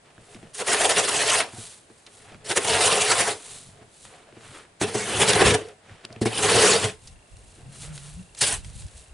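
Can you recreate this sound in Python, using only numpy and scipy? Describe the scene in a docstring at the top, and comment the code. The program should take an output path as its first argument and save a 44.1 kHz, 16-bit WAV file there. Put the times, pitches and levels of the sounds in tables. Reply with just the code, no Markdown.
"""Snow shovel on porch boards

A shovel is pushed over the boards in four juddering strokes, then stabbed into loose snow. Pressure on the edge
sets the level of crushing ice grains and of the noise that rings modes of blade and deck. Between strokes, grain
noise swells as snow slides and boots shuffle; knocks ring board modes, ice crust snaps in noise bursts, wind hums
and gusts on the microphone, a faint camera part ticks from 6.4 s on, and air and recorder hiss lie below."""
import sys
import numpy as np
from scipy import signal
from scipy.fft import rfft, irfft, next_fast_len
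from scipy.io import wavfile

SR = 44100
rng = np.random.default_rng(int(sys.argv[2]) if len(sys.argv) > 2 else 0)


def to_wav(sig):
    """Store sig (one row per channel, or 1-D mono) as 16-bit WAV at the path in sys.argv[1].

    Samples outside -1..1 are clipped; the rate is SR.
    """
    pcm = np.clip(np.atleast_2d(sig), -1, 1) * 32767
    pcm = np.round(pcm).astype(np.int16)
    wavfile.write(sys.argv[1], SR, pcm.T)  # frames by channels


N = 403019

# blade modes under friction: mode_hz, width_hz, rel_db
BLADE_MODES = [(349, 30, -7.5), (392.5, 56, -1.5), (422.7, 28.2, 6.5), (456.7, 31, 0.5), (507, 35, -6.5)]
# higher, duller blade modes: mode_hz, width_hz, rel_db
SCOOP_MODES = [(526, 59, 0.5), (666.5, 83, 4.5), (730, 120, 4), (885, 400, -11.5)]


def shovel():
    """The pressure on the edge sets the crushing of grains and the noise that rings blade and deck."""
    # one table a stroke: time_s, steady_scrape_db, rel_treble_db
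    strokes = [
        [(0.54, -65, 22.5), (0.608, -44.5, 1.5), (0.758, -23.5, -3), (0.854, -24.5, -2.5), (1.228, -27.5, -1),
         (1.278, -21.5, 3.5), (1.398, -20.5, 0), (1.5, -44.5, -26)],
        [(2.45, -46.5, 8.5), (2.522, -39.5, 1), (2.646, -27.5, -1.5), (2.744, -22, -2), (3.166, -23.5, 1.5),
         (3.294, -30, 3), (3.38, -56, -1)],
        [(4.805, -41, 4), (4.861, -42, -3.5), (4.979, -30.5, -1), (5.397, -18, -6.5), (5.437, -42, -4),
         (5.557, -26.5, -9), (5.639, -42.5, -37), (5.72, -59, -22)],
        [(6.21, -71, 2.5), (6.272, -35.5, -5), (6.394, -28, 2), (6.576, -14, -3.5), (6.632, -12.5, -1.5),
         (6.734, -30.5, 3.5), (6.884, -29.5, -2.5), (6.98, -63, -5.5)],
        [(8.375, -51.5, 12), (8.533, -31, 8), (8.62, -64, 12)],
    ]
    # drive of the bodies against the scrape, a row a stroke: ring_db, scoop_db, boom_db, fullest_ring_s
    stroke_body = [(-0.5, 6, -7, 0.88), (0.5, 7.5, -4, 2.77), (6.5, 5, 4.5, 5.64), (3, 4, 4, 6.53),
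                   (-11.5, -7, 1.5, 8.5)]
    # freer ringing under a light push, dB per dB of push below firm: blade, scoop, deck
    freer_db_per_db = (0.25, 0.067, 0.19)
    # ring lost per second away from the fullest moment, dB/s: blade, scoop
    ring_loss_db_per_s = (11, 2.5)
    # crushing spectrum: freq_hz, rel_db_per_hz
    grit_spectrum = [(60, 9.5), (150, -13), (300, -17.5), (600, -8.5), (1000, -8.5), (2240, -10),
                     (2970, -9.5), (5840, -13), (9400, -12.5), (11500, -19.5)]
    # upper edge modes: mode_hz, width_hz, rel_db
    edge_modes = [(1062, 20, 6), (1200, 130, -12), (1790, 410, 0.5), (2642, 19, 5), (2840, 270, -3),
                  (3430, 36, -30), (9160, 960, 1.5)]
    # board modes: mode_hz, width_hz, rel_db
    deck_modes = [(49, 21, -34), (103, 22.3, -0.5), (195, 42, -4), (314, 74, -7)]
    firm_db, edge_db, ring_base_db, scoop_base_db, boom_base_db = -30, -9, -4.5, -13.5, -16

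    t = np.arange(N) / SR
    gate, steady_db, treble_db = in_time(strokes)
    # body settings switch 0.1 s after a stroke ends
    stroke = np.searchsorted([rows[-1][0] for rows in strokes[:-1]], t - 0.1)
    *body_db, fullest_s = np.transpose(stroke_body)[:, stroke]
    away_s = np.minimum(np.abs(t - fullest_s), 1)
    freer_db = np.outer(freer_db_per_db, firm_db - steady_db)
    loss_db = np.outer([*ring_loss_db_per_s, 0], away_s)
    ring_db, scoop_db, boom_db = body_db + freer_db - loss_db

    pressure, drive = edge_pressure(gate * from_db(steady_db))
    crush = pressure * grains(per_s=21000, spread_db=1)
    grit = colour(skin(crush, 253.0, 11420, count=52), grit_spectrum)
    grit += from_db(edge_db) * resonate(crush, edge_modes)
    dull = signal.sosfilt(signal.butter(1, 4000, fs=SR, output="sos"), grit)
    scrape = dull + from_db(treble_db) * (grit - dull)

    shake = np.array([drive, drive, pressure]) * rng.standard_normal((3, N))
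    blade = resonate(shake[0] * from_db(ring_base_db + ring_db), BLADE_MODES)
    scoop = resonate(shake[1] * from_db(scoop_base_db + scoop_db), SCOOP_MODES)
    deck = resonate(shake[2] * from_db(boom_base_db + boom_db), deck_modes)
    return scrape + blade + scoop + deck


def edge_pressure(steady):
    """Judders and bites add power to the steady push: pressure on the grains, and drive of the blade."""
    # edge loads up and slips free: peak_s, level_db, half_power_length_ms, rel_blade_drive_db
    judders = [(0.611, -27.5, 22, 3), (0.697, -21, 25, 0), (0.737, -16, 22, -3), (0.814, -18.5, 20, 1),
               (0.852, -15.5, 19, 4), (0.911, -24.5, 20, 8), (0.987, -15.5, 30.5, -0.5),
               (1.049, -20.5, 17, -12), (1.089, -16.5, 11, -18), (1.152, -20.5, 55, -10),
               (1.221, -20.5, 47, -7), (1.348, -21, 30, -3), (2.514, -24, 23.4, 4), (2.574, -15.5, 14, 0.5),
               (2.65, -19.5, 7.3, 6.5), (2.692, -20, 20, 1.5), (2.743, -19, 47, -9), (2.817, -16, 15, -11),
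               (2.866, -15, 34, -6), (2.926, -18.5, 23, -1), (2.974, -21, 14, 1), (3.019, -21.5, 16, 2.5),
               (3.117, -17.5, 24, 4.5), (3.205, -16.5, 26, 0.5), (4.886, -30, 33, -5),
               (5.222, -15, 31, -1.5), (5.297, -11.5, 22, -4.5), (5.334, -11, 4.7, -1),
               (5.357, -17, 8.6, 8), (5.416, -11.5, 18, 4.5), (5.469, -12, 34, -1.5), (5.508, -15, 24, -5),
               (5.547, -16, 12.3, -3.5), (6.388, -26.5, 36, -9), (6.495, -17.5, 13, 0),
               (6.519, -19, 10, 10), (6.565, -14.5, 18, 2), (6.667, -15, 34, -7), (6.728, -19, 73, 2.5),
               (6.846, -21, 23, 4), (8.526, -26, 4, 0.1)]
    # edge bites down at once, lets go slowly: peak_s, level_db, half_power_fall_ms
    bites = [(0.551, -51.5, 37), (0.675, -24, 22), (0.897, -16, 16), (2.463, -41, 57), (3.275, -25.5, 34.5),
             (4.817, -22, 16.6), (4.949, -26, 8.9), (6.22, -31, 12), (6.26, -24, 15.3), (6.43, -18.5, 25),
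             (8.417, -22.5, 23), (8.472, -28, 26)]
    loading_share = 0.59  # part of a judder spent rising
    bite_rise_ms, bite_drive_db, tremble_db = 4, 2.5, 0.7

    t = np.arange(N) / SR
    power = np.array([steady ** 2] * 2)
    catches = [(s, db, loading_share * ms, (1 - loading_share) * ms, drive_db)
               for s, db, ms, drive_db in judders]
    catches += [(s, db, bite_rise_ms, ms, bite_drive_db) for s, db, ms in bites]
    for peak_s, level_db, rise_ms, fall_ms, drive_db in catches:
        near = slice(round((peak_s - 0.1) * SR), round((peak_s + 0.12) * SR))
        late_ms = 1000 * (t[near] - peak_s)
        # dB doubled, as from_db gives amplitude and power is wanted
        shape_db = 2 * level_db - 6 * (late_ms / np.where(late_ms < 0, rise_ms, fall_ms)) ** 2
        power[:, near] += from_db([shape_db, shape_db + 2 * drive_db])
    return np.sqrt(power) * from_db(tremble_db * drift(65))


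def skin(clicks, low_hz, high_hz, count):
    """Each grain strikes another spot of the blade and rings one small mode; the sum has a flat spectrum."""
    sharpness = 32  # mode Hz over width Hz
    own_wander_db, shared_wander_db = 2, 2.0  # shared by six neighbours as the contact moves along the edge
    dealt = rng.integers(0, count, N)
    shared = [drift(10.8) for _ in range(count // 6 + 1)]
    rings = 0
    for k, hz in enumerate(np.geomspace(low_hz, high_hz, count)):
        strength = from_db(own_wander_db * drift(12.2) + shared_wander_db * shared[k // 6])
        rings = rings + resonance(clicks * (dealt == k) * strength, hz, hz / sharpness)
    return rings * np.sqrt(2 * sharpness * np.log(high_hz / low_hz) / np.pi)


def sliding_snow():
    """Loose snow slides and sprays as swells of fine grains."""
    # top_s, top_db, rise_s, fade_s
    slides = [(0.33, -52.5, 0.14, 0.11), (0.51, -60, 0.066, 0.04), (1.615, -38.5, 0.12, 0.14),
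              (1.74, -48, 0.087, 0.056), (1.96, -58.5, 0.12, 0.1), (2.16, -51, 0.13, 0.19),
              (3.53, -39.5, 0.25, 0.15), (4.03, -49, 0.14, 0.16), (4.455, -50.5, 0.06, 0.09),
              (4.575, -49, 0.14, 0.059), (5.685, -57, 0.076, 0.081), (5.91, -67, 0.04, 0.09),
              (6.915, -47, 0.07, 0.039), (7.065, -52, 0.11, 0.096), (7.55, -54.5, 0.35, 0.16),
              (7.765, -45, 0.061, 0.088), (7.835, -39, 0.07, 0.058), (7.95, -44, 0.023, 0.099),
              (8.05, -46.5, 0.15, 0.23), (8.365, -52.5, 0.04, 0.032), (8.655, -48, 0.034, 0.066),
              (8.795, -45.5, 0.11, 0.081), (8.995, -48, 0.15, 0.11)]
    # freq_hz, rel_db_per_hz
    spray_spectrum = [(300, -32), (850, -14), (1700, -15.5), (3950, -5.5), (5260, -9.5), (9180, -2),
                      (11500, -9.5)]
    level = swells(*np.transpose(slides)) * from_db(1.23 * drift(30))
    return level * colour(grains(per_s=3500, spread_db=0.75), spray_spectrum)


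def boot_scuffs():
    """Boots drag as duller grains, while noise of the same swells hums in the carried blade's modes."""
    # top_s, top_db, rise_s, fade_s, rel_blade_hum_db
    scuffs = [(0.06, -57.5, 0.022, 0.14, -3), (0.34, -53.5, 0.16, 0.21, 1), (0.44, -61, 0.029, 0.19, 9),
              (1.6, -50.5, 0.26, 0.16, -0.5), (1.9, -63, 0.02, 0.06, 10.5),
              (2.072, -50.5, 0.0088, 0.023, -3), (2.33, -50.5, 0.18, 0.047, 0), (2.42, -54, 0.03, 0.04, 4),
              (3.5, -52, 0.59, 0.17, -2), (3.83, -56, 0.12, 0.019, 8.5), (4.053, -54, 0.0093, 0.16, -12),
              (4.15, -51.5, 0.059, 0.12, 1.5), (4.28, -56, 0.03, 0.05, 5), (4.37, -56, 0.05, 0.05, -3),
              (4.45, -49.5, 0.076, 0.066, -4), (4.575, -44.5, 0.12, 0.075, -21),
              (5.7, -52, 0.098, 0.043, 5), (5.9, -51, 0.062, 0.18, -6), (6.05, -48.5, 0.022, 0.014, 2),
              (6.13, -52.5, 0.056, 0.11, 7), (7.07, -65, 0.06, 0.08, -22), (7.6, -61, 0.077, 0.11, 6.5),
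              (7.76, -54, 0.064, 0.035, 2), (7.84, -47, 0.035, 0.13, -10), (8.06, -54, 0.15, 0.12, -4),
              (8.68, -58, 0.08, 0.11, -14), (8.9, -62, 0.1, 0.17, -12)]
    # freq_hz, rel_db_per_hz
    shuffle_spectrum = [(200, -19), (500, -14), (730, -20.5), (1330, -16.5), (3000, -20.5), (5340, -30.5),
                        (11500, -37)]
    top_s, top_db, rise_s, fade_s, hum_db = np.transpose(scuffs)
    drag = swells(top_s, top_db, rise_s, fade_s) * from_db(1.7 * drift(45))
    shuffle = drag * colour(grains(per_s=6000, spread_db=0.74), shuffle_spectrum)
    brush = swells(top_s, top_db + hum_db, rise_s, fade_s) * from_db(2.3 * drift(28))
    return shuffle + resonate(brush * rng.standard_normal(N), BLADE_MODES + SCOOP_MODES)


def treads():
    """Weight shifts on boards and ground rumble as swells of low noise."""
    # top_s, top_db, length_s
    shifts = [(0.2, -55, 0.08), (0.366, -48, 0.08), (0.46, -48, 0.13), (1.605, -49, 0.13),
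              (2.357, -47, 0.24), (3.543, -51, 0.14), (3.697, -47, 0.21), (3.88, -57, 0.1),
              (4.058, -55, 0.17), (4.476, -51, 0.29), (5.66, -51.5, 0.12), (5.924, -46, 0.068),
              (6.139, -59, 0.12), (7.058, -52.5, 0.15), (7.806, -47.5, 0.39), (8.191, -52, 0.094),
              (8.71, -50, 0.4), (8.856, -51, 0.12)]
    # freq_hz, rel_db_per_hz
    rumble_spectrum = [(20, -8), (60, -16), (105, -0.5), (160, -6), (300, -21), (600, -63), (2000, -61)]
    top_s, top_db, length_s = np.transpose(shifts)
    level = swells(top_s, top_db, length_s / 2, length_s / 2) * from_db(2.9 * drift(2.7))
    return level * colour(rng.standard_normal(N), rumble_spectrum)


def knocks():
    """Boots and blade knock the boards: the same modes ring, most those near a centre, with a short crack."""
    # start_s, level_db, centre_hz, rel_crack_db
    hits = [(0.18, -38.5, 116, -5), (0.348, -34, 218, -17), (0.429, -35.5, 305, -3.5),
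            (1.533, -33, 124, -4), (1.581, -30.5, 124, -14), (1.9, -40, 336, -6.5), (2.313, -41, 221, -15),
            (2.345, -34, 101, -3), (3.814, -39, 110, -6), (4.052, -51, 124, 14), (4.325, -41.5, 382, -1),
            (4.368, -34.5, 520, -10), (4.814, -13.5, 442, -3), (4.95, -15.5, 410, -24),
            (5.896, -48, 159, 3), (6.046, -37.5, 363, -17), (6.104, -34.5, 135, -7),
            (6.162, -31, 129, -2.5), (6.214, -10, 252, -26), (6.257, -10, 364, -11),
            (7.582, -42.5, 406, -9)]
    # mode_hz, rel_db, t60_s
    modes = [(114, -5.5, 0.22), (223.3, -3.5, 0.11), (255, 4, 0.017), (356, 1, 0.043), (457.4, -14.5, 0.26),
             (640, -7, 0.012), (1050, -12, 0.015)]
    out, t = np.zeros(N), np.arange(SR // 4) / SR
    luck = rng.normal(0, 0.4, (len(hits), len(modes)))  # dB
    crack_band = signal.butter(2, [450, 2200], "band", fs=SR, output="sos")
    cracks = rms_one(signal.sosfilt(crack_band, rng.standard_normal((len(hits), len(t)))))
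    for (start_s, level_db, centre_hz, crack_db), luck_db, crack in zip(hits, luck, cracks):
        add(out, start_s, from_db(level_db + crack_db - 60 * t / 0.012) * crack)
        for k, ((hz, db, t60_s), own_db) in enumerate(zip(modes, luck_db)):
            near_db = -4.5 * abs(np.log2(hz / centre_hz))
            gain = from_db(level_db + db + own_db + near_db - 60 * t / t60_s)
            add(out, start_s, (-1) ** k * gain * np.sin(2 * np.pi * hz * t))
    return signal.sosfilt(signal.butter(2, 60, "high", fs=SR, output="sos"), out)


def snaps():
    """Ice crust snaps: short noise bursts in a band, dying fast."""
    # start_s, nominal_peak_db, centre_hz, t60_s, width_octaves
    bursts = [(0.346, -36, 2630, 0.044, 1.4), (0.8174, -27, 2380, 0.022, 0.8),
              (1.4023, -11.5, 1930, 0.1, 0.8), (1.634, -33, 8530, 0.022, 0.8),
              (2.065, -29, 3730, 0.032, 0.32), (5.686, -34, 4000, 0.02, 1.8),
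              (6.0505, -18, 3400, 0.011, 0.98), (6.127, -31.5, 4900, 0.018, 0.45),
              (6.164, -46, 2000, 0.023, 1.2), (6.8974, -27, 2780, 0.05, 0.8),
              (7.0736, -32, 5040, 0.057, 0.82), (7.3682, -39, 4630, 0.025, 1.7),
              (7.978, -26, 2540, 0.018, 1.9), (8.3484, -30, 3970, 0.023, 3.2),
              (8.388, -25, 8970, 0.056, 0.8), (8.646, -30.5, 3500, 0.033, 2.6),
              (8.699, -35, 5000, 0.02, 1.8), (8.8213, -34, 3630, 0.02, 1.1), (8.865, -35, 7000, 0.02, 1.2),
              (8.883, -35, 4000, 0.022, 1.8)]
    out, t = np.zeros(N), np.arange(SR // 10) / SR
    noises = rng.standard_normal((len(bursts), len(t)))
    for (start_s, peak_db, hz, t60_s, octaves), noise in zip(bursts, noises):
        half = 2 ** (octaves / 2)
        band = signal.butter(1, [hz / half, hz * half], "band", fs=SR, output="sos")
        # noise rms starts 8 dB under the nominal peak
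        add(out, start_s, from_db(peak_db - 8 - 60 * t / t60_s) * rms_one(signal.sosfilt(band, noise)))
    return out


def wind():
    """A wavering near-sine, as of vortices shed at an edge, over lumpy gusts on the microphone."""
    # time_s, pitch_hz, level_db
    hum_course = [(7.58, 147, -62), (7.68, 130, -44), (7.766, 130, -53), (7.81, 154, -50),
                  (7.87, 140.5, -45), (7.906, 159, -36), (7.97, 147, -45.5), (8.142, 147.2, -46.5),
                  (8.21, 178.5, -39), (8.264, 170, -60)]
    # top_s, top_db, rise_s, fade_s
    gusts = [(6.95, -50, 0.05, 0.066), (7.14, -45.5, 0.1, 0.065), (7.335, -40, 0.023, 0.034),
             (7.39, -48.5, 0.04, 0.15), (7.63, -55, 0.04, 0.2), (7.89, -44, 0.075, 0.02),
             (8.15, -48.5, 0.23, 0.19), (8.59, -36, 0.12, 0.065), (8.66, -36.5, 0.036, 0.1),
             (8.95, -47, 0.1, 0.1), (8.77, -34.5, 0.073, 0.05), (8.845, -34.5, 0.033, 0.042),
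             (9.13, -45, 0.031, 0.1)]
    # freq_hz, rel_db_per_hz
    gust_spectrum = [(15, -40), (40, 6), (75, 2.5), (120, -4), (200, -19), (400, -58)]
    gate, pitch_hz, level_db = in_time([hum_course])
    phase = 2 * np.pi * np.cumsum(pitch_hz * (1 + 0.035 * drift(25.7))) / SR
    hum = gate * np.sqrt(2) * from_db(level_db + 2.0 * drift(25)) * np.sin(phase)
    gust_level = swells(*np.transpose(gusts)) * from_db(2.1 * drift(18))
    return hum + gust_level * colour(rng.standard_normal(N), gust_spectrum)


def camera_tick():
    """A tiny part in the camera rings once every picture, as a decaying sine."""
    first_s, ticks_per_s = 6.358, 29.97
    pitch_hz, t60_s, level_db, spread_db = 2735, 0.035, -55, 2
    out, t = np.zeros(N), np.arange(SR // 60) / SR
    starts_s = np.arange(first_s, N / SR, 1 / ticks_per_s)
    for start_s, own_db in zip(starts_s, rng.normal(0, spread_db, len(starts_s))):
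        add(out, start_s, from_db(level_db + own_db - 60 * t / t60_s) * np.sin(2 * np.pi * pitch_hz * t))
    return out


def still_air():
    """Still air and recorder hiss: steady coloured noise, one for the middle and one for the sides."""
    # middle: freq_hz, rel_db_per_hz
    middle_spectrum = [(15, -40), (25, -7), (112, 5), (281, -0.5), (412, 1.5), (651, 1), (1300, -8.5),
                       (1710, -6.5), (5970, -17.5), (9200, -11.5), (11000, -23), (14300, -53),
                       (22000, -120)]
    # sides: freq_hz, rel_db_per_hz
    side_spectrum = [(15, -36), (25, -34), (223, -6), (344, -5.5), (740, -1.5), (2160, -10.5), (2640, -10),
                     (3080, -12), (11000, -21.5), (14300, -56), (22000, -120)]
    middle_db, side_rel_db = -58, -4
    middle = from_db(middle_db) * colour(rng.standard_normal(N), middle_spectrum)
    side = from_db(middle_db + side_rel_db) * colour(rng.standard_normal(N), side_spectrum)
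    return middle, side


def swells(top_s, top_db, rise_s, fade_s):
    """Gain over time of events that climb and sink over a rounded top; their powers add."""
    depth_db = 12  # gained over the rise time, lost over the fade time
    roundness = 1.29  # 1 = pointed top and straight flanks in dB, 2 = bell
    power, t = np.zeros(N), np.arange(N) / SR
    for top, level_db, rise, fade in zip(top_s, top_db, rise_s, fade_s):
        near = slice(max(round((top - 3 * rise) * SR), 0), round((top + 3 * fade) * SR))
        late_s = t[near] - top
        down_db = depth_db * np.abs(late_s / np.where(late_s < 0, rise, fade)) ** roundness
        power[near] += from_db(2 * (level_db - down_db))
    return np.sqrt(power)


def grains(per_s, spread_db):
    """Random clicks of uneven size; rms 1."""
    sizes = from_db(spread_db * np.minimum(rng.exponential(1, N), 5)) * rng.choice([-1, 1], N)
    return rms_one(sizes * (rng.random(N) < per_s / SR))


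def resonate(x, modes):
    """Parallel resonances, alternating signs; each mode's drive wanders by chance; flat noise nears rms 1."""
    wander_db = 3.0
    out = sum((-1) ** k * resonance(x * from_db(db + wander_db * drift(5.6)), hz, width_hz)
              for k, (hz, width_hz, db) in enumerate(modes))
    return out / np.sqrt(sum(from_db(2 * db) * np.pi * width_hz / SR for hz, width_hz, db in modes))


def resonance(x, hz, width_hz):
    """Two-pole resonance, gain 1 on top."""
    r = np.exp(-np.pi * width_hz / SR)
    zeros = (1 - r * r) / 2 * np.array([1, 0, -1])
    poles = [1, -2 * r * np.cos(2 * np.pi * hz / SR), r * r]
    return signal.lfilter(zeros, poles, x + 1e-18)


def colour(x, spectrum):
    """Shapes a flat signal to a spectrum; flat noise keeps its rms."""
    size = next_fast_len(N)
    freq_hz, db = np.transpose(spectrum)
    bins_hz = np.arange(size // 2 + 1) * SR / size
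    gain = from_db(np.interp(np.log(bins_hz + 1), np.log(freq_hz), db))
    return irfft(rfft(x, size) * rms_one(gain), size)[..., :N]


def drift(corner_hz):
    """Slow chance: noise at every 40th sample twice through a one-pole low-pass, spread 1."""
    r = np.exp(-2 * np.pi * corner_hz * 40 / SR)
    noise = rng.standard_normal(N // 40 + 502)
    slow = signal.lfilter([1], [1, -2 * r, r * r], noise)[500:]  # skip the run-in
    return np.interp(np.arange(N) / 40, np.arange(len(slow)), rms_one(slow))


def in_time(tables):
    """Columns over time, joined across the tables, after a gate open while a table lasts, with 10 ms ramps."""
    t = np.arange(N) / SR
    time_s, *columns = np.transpose(np.vstack(tables))
    gate = sum(np.clip(np.minimum(t - rows[0][0], rows[-1][0] - t) / 0.01 + 1, 0, 1) for rows in tables)
    return [np.minimum(gate, 1)] + [np.interp(t, time_s, column) for column in columns]


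def add(out, start_s, piece):
    """Mixes a short sound in at its start time."""
    i = round(start_s * SR)
    out[i:i + len(piece)] += piece[:N - i]


def from_db(db):
    """Decibels to gain."""
    return 10 ** (np.asarray(db) / 20)


def rms_one(x):
    """Scales to rms 1."""
    return x / np.sqrt(np.mean(x ** 2) + 1e-20)


def scene():
    """Sources lie ahead; weaker unrelated sound, echoing but for wind and hiss, is in opposite phase at the sides."""
    spread_db, wind_spread_db, porch_t60_s = -14, -8.5, 0.15
    ahead, spread = (shovel() + sliding_snow() + boot_scuffs() + treads() + knocks() + snaps()
                     for _ in range(2))
    t = np.arange(SR // 5) / SR
    echoes = rng.standard_normal(len(t)) * from_db(-60 * t / porch_t60_s)
    side = from_db(spread_db) * signal.fftconvolve(spread, echoes / np.linalg.norm(echoes))[:N]
    side += from_db(wind_spread_db) * wind()
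    still_middle, still_side = still_air()
    middle = ahead + wind() + still_middle + camera_tick()
    return middle + (side + still_side) * np.array([[1], [-1]])


def record(dry):
    """Peaks are rounded, the top is cut steeply."""
    top_cut = signal.ellip(10, 0.5, 68, 11050, fs=SR, output="sos")  # order, ripple dB, stop dB, Hz
    return signal.sosfilt(top_cut, np.tanh(dry))


dry = scene()
out = record(dry)
to_wav(out)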